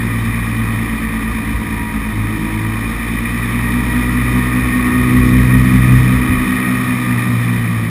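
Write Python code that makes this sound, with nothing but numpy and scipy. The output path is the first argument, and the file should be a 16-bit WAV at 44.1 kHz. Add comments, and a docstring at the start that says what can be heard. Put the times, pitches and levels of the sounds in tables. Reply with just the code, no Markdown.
"""Two-stroke propeller engine, close up

A small two-stroke engine drives a two-blade propeller through a belt, right behind a camera in a closed case.
Firing and blade tones shake the mount and mix there, over lumpy low noise and a few short thumps.
Exhaust cracks, blade slaps and slipstream noise reach the one microphone through the ringing case.
The recorder samples slowly and holds each value, which mirrors the sound around its sampling rate."""
import sys
import numpy as np
from scipy import signal
from scipy.fft import rfft, irfft, next_fast_len
from scipy.io import wavfile
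from scipy.ndimage import uniform_filter1d

SR = 44100
rng = np.random.default_rng(int(sys.argv[2]) if len(sys.argv) > 2 else 0)


def file_out(sig):
    """Save sig as 16-bit WAV at sys.argv[1]."""
    # one column per channel
    cols = np.atleast_2d(sig).T
    # limit, then scale
    lim = np.clip(cols, -1, 1)
    pcm = np.round(lim * 32767).astype(np.int16)
    wavfile.write(sys.argv[1], SR, pcm)


N = 348374
T = np.arange(N) / SR  # time [s]

# Engine speed: (time [s], firing rate [Hz], lead of the propeller as the belt creeps [blade passes])
SPEED = [(0.0, 112.0, -0.021), (0.4, 111.8, -0.022), (0.65, 110.95, -0.026), (1.2, 110.0, -0.041),
         (1.9, 105.85, -0.06), (2.2, 105.45, -0.089), (2.6, 107.35, -0.11), (3.0, 111.15, -0.125),
         (3.2, 112.7, -0.129), (4.0, 120.95, -0.136), (4.4, 122.6, -0.131), (5.2, 124.3, -0.124),
         (6.0, 125.05, -0.082), (6.6, 125.0, -0.078), (6.85, 124.35, -0.077), (7.1, 121.8, -0.065),
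         (7.6, 116.3, -0.068), (7.9, 109.75, -0.069)]
BLADES_PER_FIRING = .5204  # blade passes per firing: two blades over the belt reduction
CRUISE_HZ = 115  # firing rate at which the speed-dependent levels hold

# Strong mount tones, firing tone first: (multiple of firing rate [-], multiple of blade rate [-])
STRONG_TONES = [(1, 0), (2, 0), (3, 0), (1, -1), (1, 1), (0, 1), (0, 3), (0, 4), (0, 5), (0, 8), (0, 9),
                (1, 2)]
# Firing tone in the mount: (time [s], level [dB])
FIRING_TONE = [(0.0, -22.5), (0.2, -18), (0.42, -22), (0.55, -20), (0.77, -18.5), (0.88, -29), (1.2, -30),
               (1.45, -27), (1.76, -27), (2.09, -31.5), (2.2, -17), (2.42, -29), (2.64, -18.5),
               (2.97, -31.5), (3.08, -28), (3.4, -23), (3.96, -22), (4.18, -19.5), (4.62, -20), (4.84, -26),
               (5.06, -17), (5.55, -10.5), (5.72, -15), (5.94, -8), (6.16, -16), (6.27, -24), (6.38, -21),
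               (6.5, -32), (6.71, -22.5), (6.93, -23.5), (7.26, -15.5), (7.7, -16.5), (7.9, -20)]
# Next five strong tones: (time [s], second firing tone [dB], third firing tone [dB],
# firing minus blade rate [dB], firing plus blade rate [dB], blade tone [dB])
MOUNT_TONES = [(0.0, -29.5, -50, -25, -57, -52), (1.2, -23, -48, -25, -49, -37),
               (1.7, -32, -41, -28, -50, -36), (2.0, -27.5, -47, -25, -50, -32),
               (2.4, -28, -27, -26.5, -29, -47), (2.7, -34, -31, -26, -35, -46),
               (3.0, -31.5, -53, -25, -39, -41), (3.7, -22, -52, -23, -47, -49),
               (4.0, -21, -47, -20.5, -43, -47), (4.4, -20, -35, -20.5, -29, -48),
               (4.65, -19.5, -46, -22, -45, -43), (4.9, -16, -32.5, -30, -35, -28),
               (5.25, -13.5, -30, -18, -22.5, -22.5), (5.8, -18, -48, -18, -19, -27),
               (6.05, -19.5, -54, -21, -21, -25), (6.3, -17, -41, -23, -32, -25),
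               (6.6, -19.5, -36, -43, -27, -37), (7.2, -22, -52, -48, -31, -47),
               (7.9, -33.5, -38, -41, -26, -47)]
# Third, fourth, fifth, eighth and ninth blade tones:
# (level at cruise [dB], slope with firing rate [dB/Hz], fade after FADE_START_S [dB/s])
BLADE_TONES = [(-30.5, 0.45, -50), (-27, -0.07, -50), (-40.5, -0.73, -19.5), (-44.5, -0.08, -11),
               (-54, -0.6, -50)]
FADE_START_S = 7.89  # these blade tones start to fade
# Firing plus twice blade rate sets in around this firing rate: (level below [dB], level above [dB])
ONSET_DB = (-57, -31)
ONSET_HZ, ONSET_WIDTH_HZ = 117, 0.48
# Weak mount tones: (multiple of firing rate [-], multiple of blade rate [-], place of its strong tone [-])
WEAK_TONES = [(0, .5, 7), (1, -.5, 5), (1, .5, 5), (2, -.5, 5), (0, 1.5, 5), (2, -1, 4), (2, -2, 4),
              (3, -1, 1), (2, 1, 1), (3, 1, 4), (4, 0, 1), (1, 3, 7), (5, 0, 4), (0, 6, 6), (0, 7, 6)]
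# The weak tones in the same order: (mean level against the strong tone [dB])
WEAK_DB = [-19, -6, -9, -11, -12, -8, -13, -15, -17, -20, -29, -18, -25, -15, -17]
TAUT_START_S, TAUT_END_S = .9, 6.4  # the mount is pulled taut
TAUT_TURNS = .22  # meanwhile the firing tone runs ahead

# Exhaust firing multiples 5 to 22: (mean relative level [dB])
CRACK_DB = [-9, -8, -7, 1, 5, 0, 1, -5, -8, -2, 4, 2, 0, -6, -6, -4, -8, -7]
# Exhaust pipe resonances: (centre [Hz], width [Hz], relative level [dB])
PIPE_MODES = [(957, 45, 4), (1106, 60, 2), (1215, 60, 0), (1872, 60, -1), (1945, 60, 2)]
# Exhaust between the pipe's modes: (frequency [Hz], relative level [dB])
PIPE_LEAK = [(500, 0), (900, -6), (1400, -4), (1700, -10), (2000, -9), (2200, -1)]
EASE_START_S, EASE_END_S, EASE_DB = 6.75, 7.1, -7  # the cracks soften as the throttle eases
# Slap multiples 10 to 23 of the blade rate: (mean relative level [dB])
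SLAP_DB = [-5, -6, -6, -5, -4, -1, 0, 3, 0, 5, 1, -2, -2, -4]
# Slipstream eddies, each size coming and going separately: (low edge [Hz], high edge [Hz])
GUST_BANDS = [(100, 1550), (1550, 2850), (2850, 7000)]
# Case resonances: (centre [Hz], width [Hz], relative level [dB])
CASE_MODES = [(959, 30, -4.5), (1105, 180, -8.5), (1208, 155, -2), (1892, 260, 3.5), (1810, 180, -10),
              (2408, 211, 2.5), (3061, 178, -10), (3465, 280, -14.5), (3660, 400, -12), (5274, 510, -20)]
# Sound through the case between its modes: (frequency [Hz], relative level [dB])
CASE_LEAK = [(300, -10.5), (500, -12), (800, -11.5), (1500, -11.5), (2200, -4), (2900, -34), (4300, -25),
             (5600, -29.5), (6000, -47)]
# Roar in the case: (level at cruise [dB], slope with firing rate [dB/Hz], rise with speeding up [dB per Hz/s])
ROAR = (-24, 0.24, 0.027)

# Spectrum of the low thudding: (frequency [Hz], relative density [dB per Hz])
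THUD = [(15, -39), (35, -18), (45, 0), (70, 2), (100, -11), (200, -44.5)]
# Spectrum of the rumble: (frequency [Hz], relative density [dB per Hz])
RUMBLE = [(40, -18.5), (75, -5.5), (95, -0.5), (140, -3), (200, 4), (260, -9), (500, -24.5), (900, -40)]
# Spectrum of the buzz above them: (frequency [Hz], relative density [dB per Hz])
BUZZ = [(150, -23), (230, -1), (280, 4), (330, -3), (380, -10), (600, -26), (900, -39)]
# Thud, rumble and buzz, each following a strong tone:
# (place of the tone [-], offset [dB], share of the tone's level [dB/dB], slope with firing rate [dB/Hz])
LUMPS = [(5, -18, 0.4, -0.17), (0, -17, 0.53, 0.19), (3, -20.5, 0.41, -0.03)]
LUMP_SMOOTHING_S = 0.49  # span over which the followed level is averaged
# Thumps of the mount: (time [s], envelope peak [dB], pitch [Hz], length [s])
JOLTS = [(1.547, -15, 62, 0.04), (4.628, -15, 62, 0.1), (6.312, -9, 85.5, 0.03), (6.38, -21, 35.5, 0.17)]

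EDGE_HZ = 15300  # upper band limit of the recorder


def gain_of(db):
    """Decibels to a factor."""
    return 10 ** (np.asarray(db) / 20)


def evened(x):
    """Scales to rms 1."""
    return x / np.sqrt(np.mean(x ** 2) + 1e-20)


def curves(rows):
    """One array per column, joined by straight lines in time."""
    s, *columns = np.transpose(rows)
    return [np.interp(T, s, column) for column in columns]


def wander(rate_hz):
    """Slow random drift of rms 1, with little change faster than the given rate."""
    step = 64  # samples between drawn values
    low_pass = signal.butter(2, rate_hz, fs=SR / step, output="sos")
    slow = evened(signal.sosfilt(low_pass, rng.standard_normal(N // step + 1)))
    return np.interp(np.arange(N) / step, np.arange(len(slow)), slow)


def spectrum_grid():
    """Transform length and the frequency of each bin in Hz."""
    size = next_fast_len(N)
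    return size, np.arange(size // 2 + 1) * SR / size


def coloured(x, points, modes=()):
    """Filters by a smooth spectrum plus resonances, which ring after the blow."""
    size, hz = spectrum_grid()
    f, db = np.transpose(points)
    power = gain_of(np.interp(np.log(hz + 1), np.log(f), db)) ** 2
    for centre_hz, width_hz, mode_db in modes:
        detuning = 2 * (hz - centre_hz) / width_hz
        power = power + gain_of(mode_db) ** 2 / (1 + detuning ** 2) ** 2
    log_gain = np.log(power + 1e-12) / 2
    # Minimum phase keeps the filter causal
    circle = np.concatenate([log_gain, log_gain[-2 + size % 2:0:-1]])
    phase = -signal.hilbert(circle).imag[:len(hz)]
    return irfft(rfft(x, size) * np.exp(log_gain + 1j * phase), size)[:N]


def turns():
    """Running count of firings, from the crank's starting angle, and of blade passes; the crank hunts a little."""
    firing_hz, lead = curves(SPEED)
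    firing = np.cumsum(firing_hz * (1 + .0003 * wander(6))) / SR
    return firing + 0.1679, BLADES_PER_FIRING * firing + lead


def tone_levels():
    """Levels in dB of the strong tones: six from curves, the others from the speed, five with a late fade."""
    hz = curves(SPEED)[0]
    fading_s = np.maximum(T - FADE_START_S, 0)
    blade_db = [db + slope * (hz - CRUISE_HZ) + fade * fading_s for db, slope, fade in BLADE_TONES]
    low_db, high_db = ONSET_DB
    onset = 1 / (1 + np.exp((ONSET_HZ - hz) / ONSET_WIDTH_HZ))
    mixed_db = low_db + (high_db - low_db) * onset
    return curves(FIRING_TONE) + curves(MOUNT_TONES) + blade_db + [mixed_db]


def mount_tones(firing, blades):
    """Firing and blade tones shake the mount with their sums and differences, each wavering on its own."""
    level_db = tone_levels()
    tones = [(m, n, db) for (m, n), db in zip(STRONG_TONES, level_db)]
    for (m, n, k), db in zip(WEAK_TONES, WEAK_DB):
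        tones.append((m, n, level_db[k] + db + 2.5 * wander(1.2)))  # these swell and fade
    # Moves in and out over 0.1 s
    taut = np.clip(np.minimum(T - TAUT_START_S, TAUT_END_S - T) / .1, 0, 1)
    out = np.zeros(N)
    for m, n, db in tones:
        # Sums and differences are out of step with the pure tones [turns]
        shift = .5 * (m * n > 0) - .32 * (m * n < 0) + .015 * wander(5)
        if (m, n) == (1, 0):
            shift = shift + TAUT_TURNS * taut
        level = np.sqrt(2) * gain_of(db + .7 * wander(5))
        out += level * np.cos(2 * np.pi * (m * firing + n * blades + shift))
    return out


def pulses(count_of_turns, levels_db, order):
    """One smeared pulse a turn, from a lowest multiple up; each multiple swells and wavers by itself."""
    spread = .031  # higher multiples come later [turns]
    out = np.zeros(N)
    for k, db in enumerate(levels_db, order):
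        level = gain_of(db + 2.2 * wander(1.2))
        out += level * np.cos(2 * np.pi * k * (count_of_turns - spread * k + .004 * wander(8)))
    return out / np.sqrt(len(levels_db) / 2)


def slipstream(blades):
    """Air noise that throbs with each blade pass, its bands of eddies gusting separately."""
    air = (1 + 0.14 * np.cos(2 * np.pi * blades)) * rng.standard_normal(N)
    size, hz = spectrum_grid()
    spectrum = rfft(air, size)
    out = np.zeros(N)
    for low, high in GUST_BANDS:
        band = irfft(spectrum * ((hz >= low) & (hz < high)), size)[:N]
        out += gain_of(0.38 * wander(5.1) + 0.65 * wander(30)) * band
    return out


def exhaust_cracks(firing):
    """A pulse per firing rings the exhaust pipe, softening as the throttle eases."""
    easing_db = np.interp(T, (EASE_START_S, EASE_END_S), (0, EASE_DB))
    return gain_of(-15 + easing_db) * coloured(pulses(firing, CRACK_DB, order=5), PIPE_LEAK, PIPE_MODES)


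def blade_slaps(blades):
    """Each passing blade slaps the air with one pulse."""
    return gain_of(-16) * pulses(blades, SLAP_DB, order=10)


def roar_level():
    """Level in dB: louder with speed, and while the engine pulls up to speed."""
    hz = curves(SPEED)[0]
    cruise_db, slope, rise = ROAR
    speeding_up = uniform_filter1d(np.gradient(hz) * SR, SR // 2)  # [Hz/s], averaged over half a second
    return cruise_db + slope * (hz - CRUISE_HZ) + rise * speeding_up


def case_roar(firing, blades):
    """Exhaust cracks, blade slaps and slipstream ring the closed case around the microphone."""
    outside = slipstream(blades) + exhaust_cracks(firing) + blade_slaps(blades)
    return gain_of(roar_level()) * evened(coloured(outside, CASE_LEAK, CASE_MODES))


def rumble():
    """Lumpy low noise on the mount: thudding, rumble and a buzz above them, each swelling with one tone."""
    level_db = tone_levels()
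    faster_hz = curves(SPEED)[0] - CRUISE_HZ
    out = np.zeros(N)
    for (k, db, share, slope), colour in zip(LUMPS, (THUD, RUMBLE, BUZZ)):
        followed_db = uniform_filter1d(level_db[round(k)], int(LUMP_SMOOTHING_S * SR))
        noise = coloured(rng.standard_normal(N), colour)
        lumpy = evened(gain_of(1.1 * wander(10)) * noise)
        out += gain_of(db + slope * faster_hz + share * followed_db) * lumpy
    return out


def jolts():
    """Short low thumps of the mount: sine bursts under a bell-shaped envelope."""
    out = np.zeros(N)
    for s, db, hz, length_s in JOLTS:
        envelope = np.exp(-(2 * (T - s) / length_s) ** 2)
        out += gain_of(db) * envelope * np.sin(2 * np.pi * hz * (T - s))
    return out


def scene():
    """All sources at the one microphone."""
    firing, blades = turns()
    return (mount_tones(firing, blades) + case_roar(firing, blades) + rumble() + jolts())[None]


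def record(dry):
    """Samples at 12 kHz, cuts the deepest bass, clips, holds each value for four steps of 48 kHz, limits the band."""
    slow = signal.resample_poly(dry, 40, 147, axis=1, window=("kaiser", 8))
    bass_cut = signal.butter(2, 24, "high", fs=12000, output="sos")
    slow = np.clip(signal.sosfilt(bass_cut, slow), -.98, .98)
    # The stepped hold leaves mirror images around 12 kHz
    held = signal.resample_poly(np.repeat(slow, 4, axis=1), 147, 160, axis=1)[:, :N]
    held = np.pad(held, ((0, 0), (0, N - held.shape[1])))
    band_limit = signal.firwin(511, EDGE_HZ, window=("kaiser", 9), fs=SR)
    limited = signal.oaconvolve(held, band_limit[None], "same")
    return np.clip(limited, -1, 1)


dry = scene()
out = record(dry)
file_out(out)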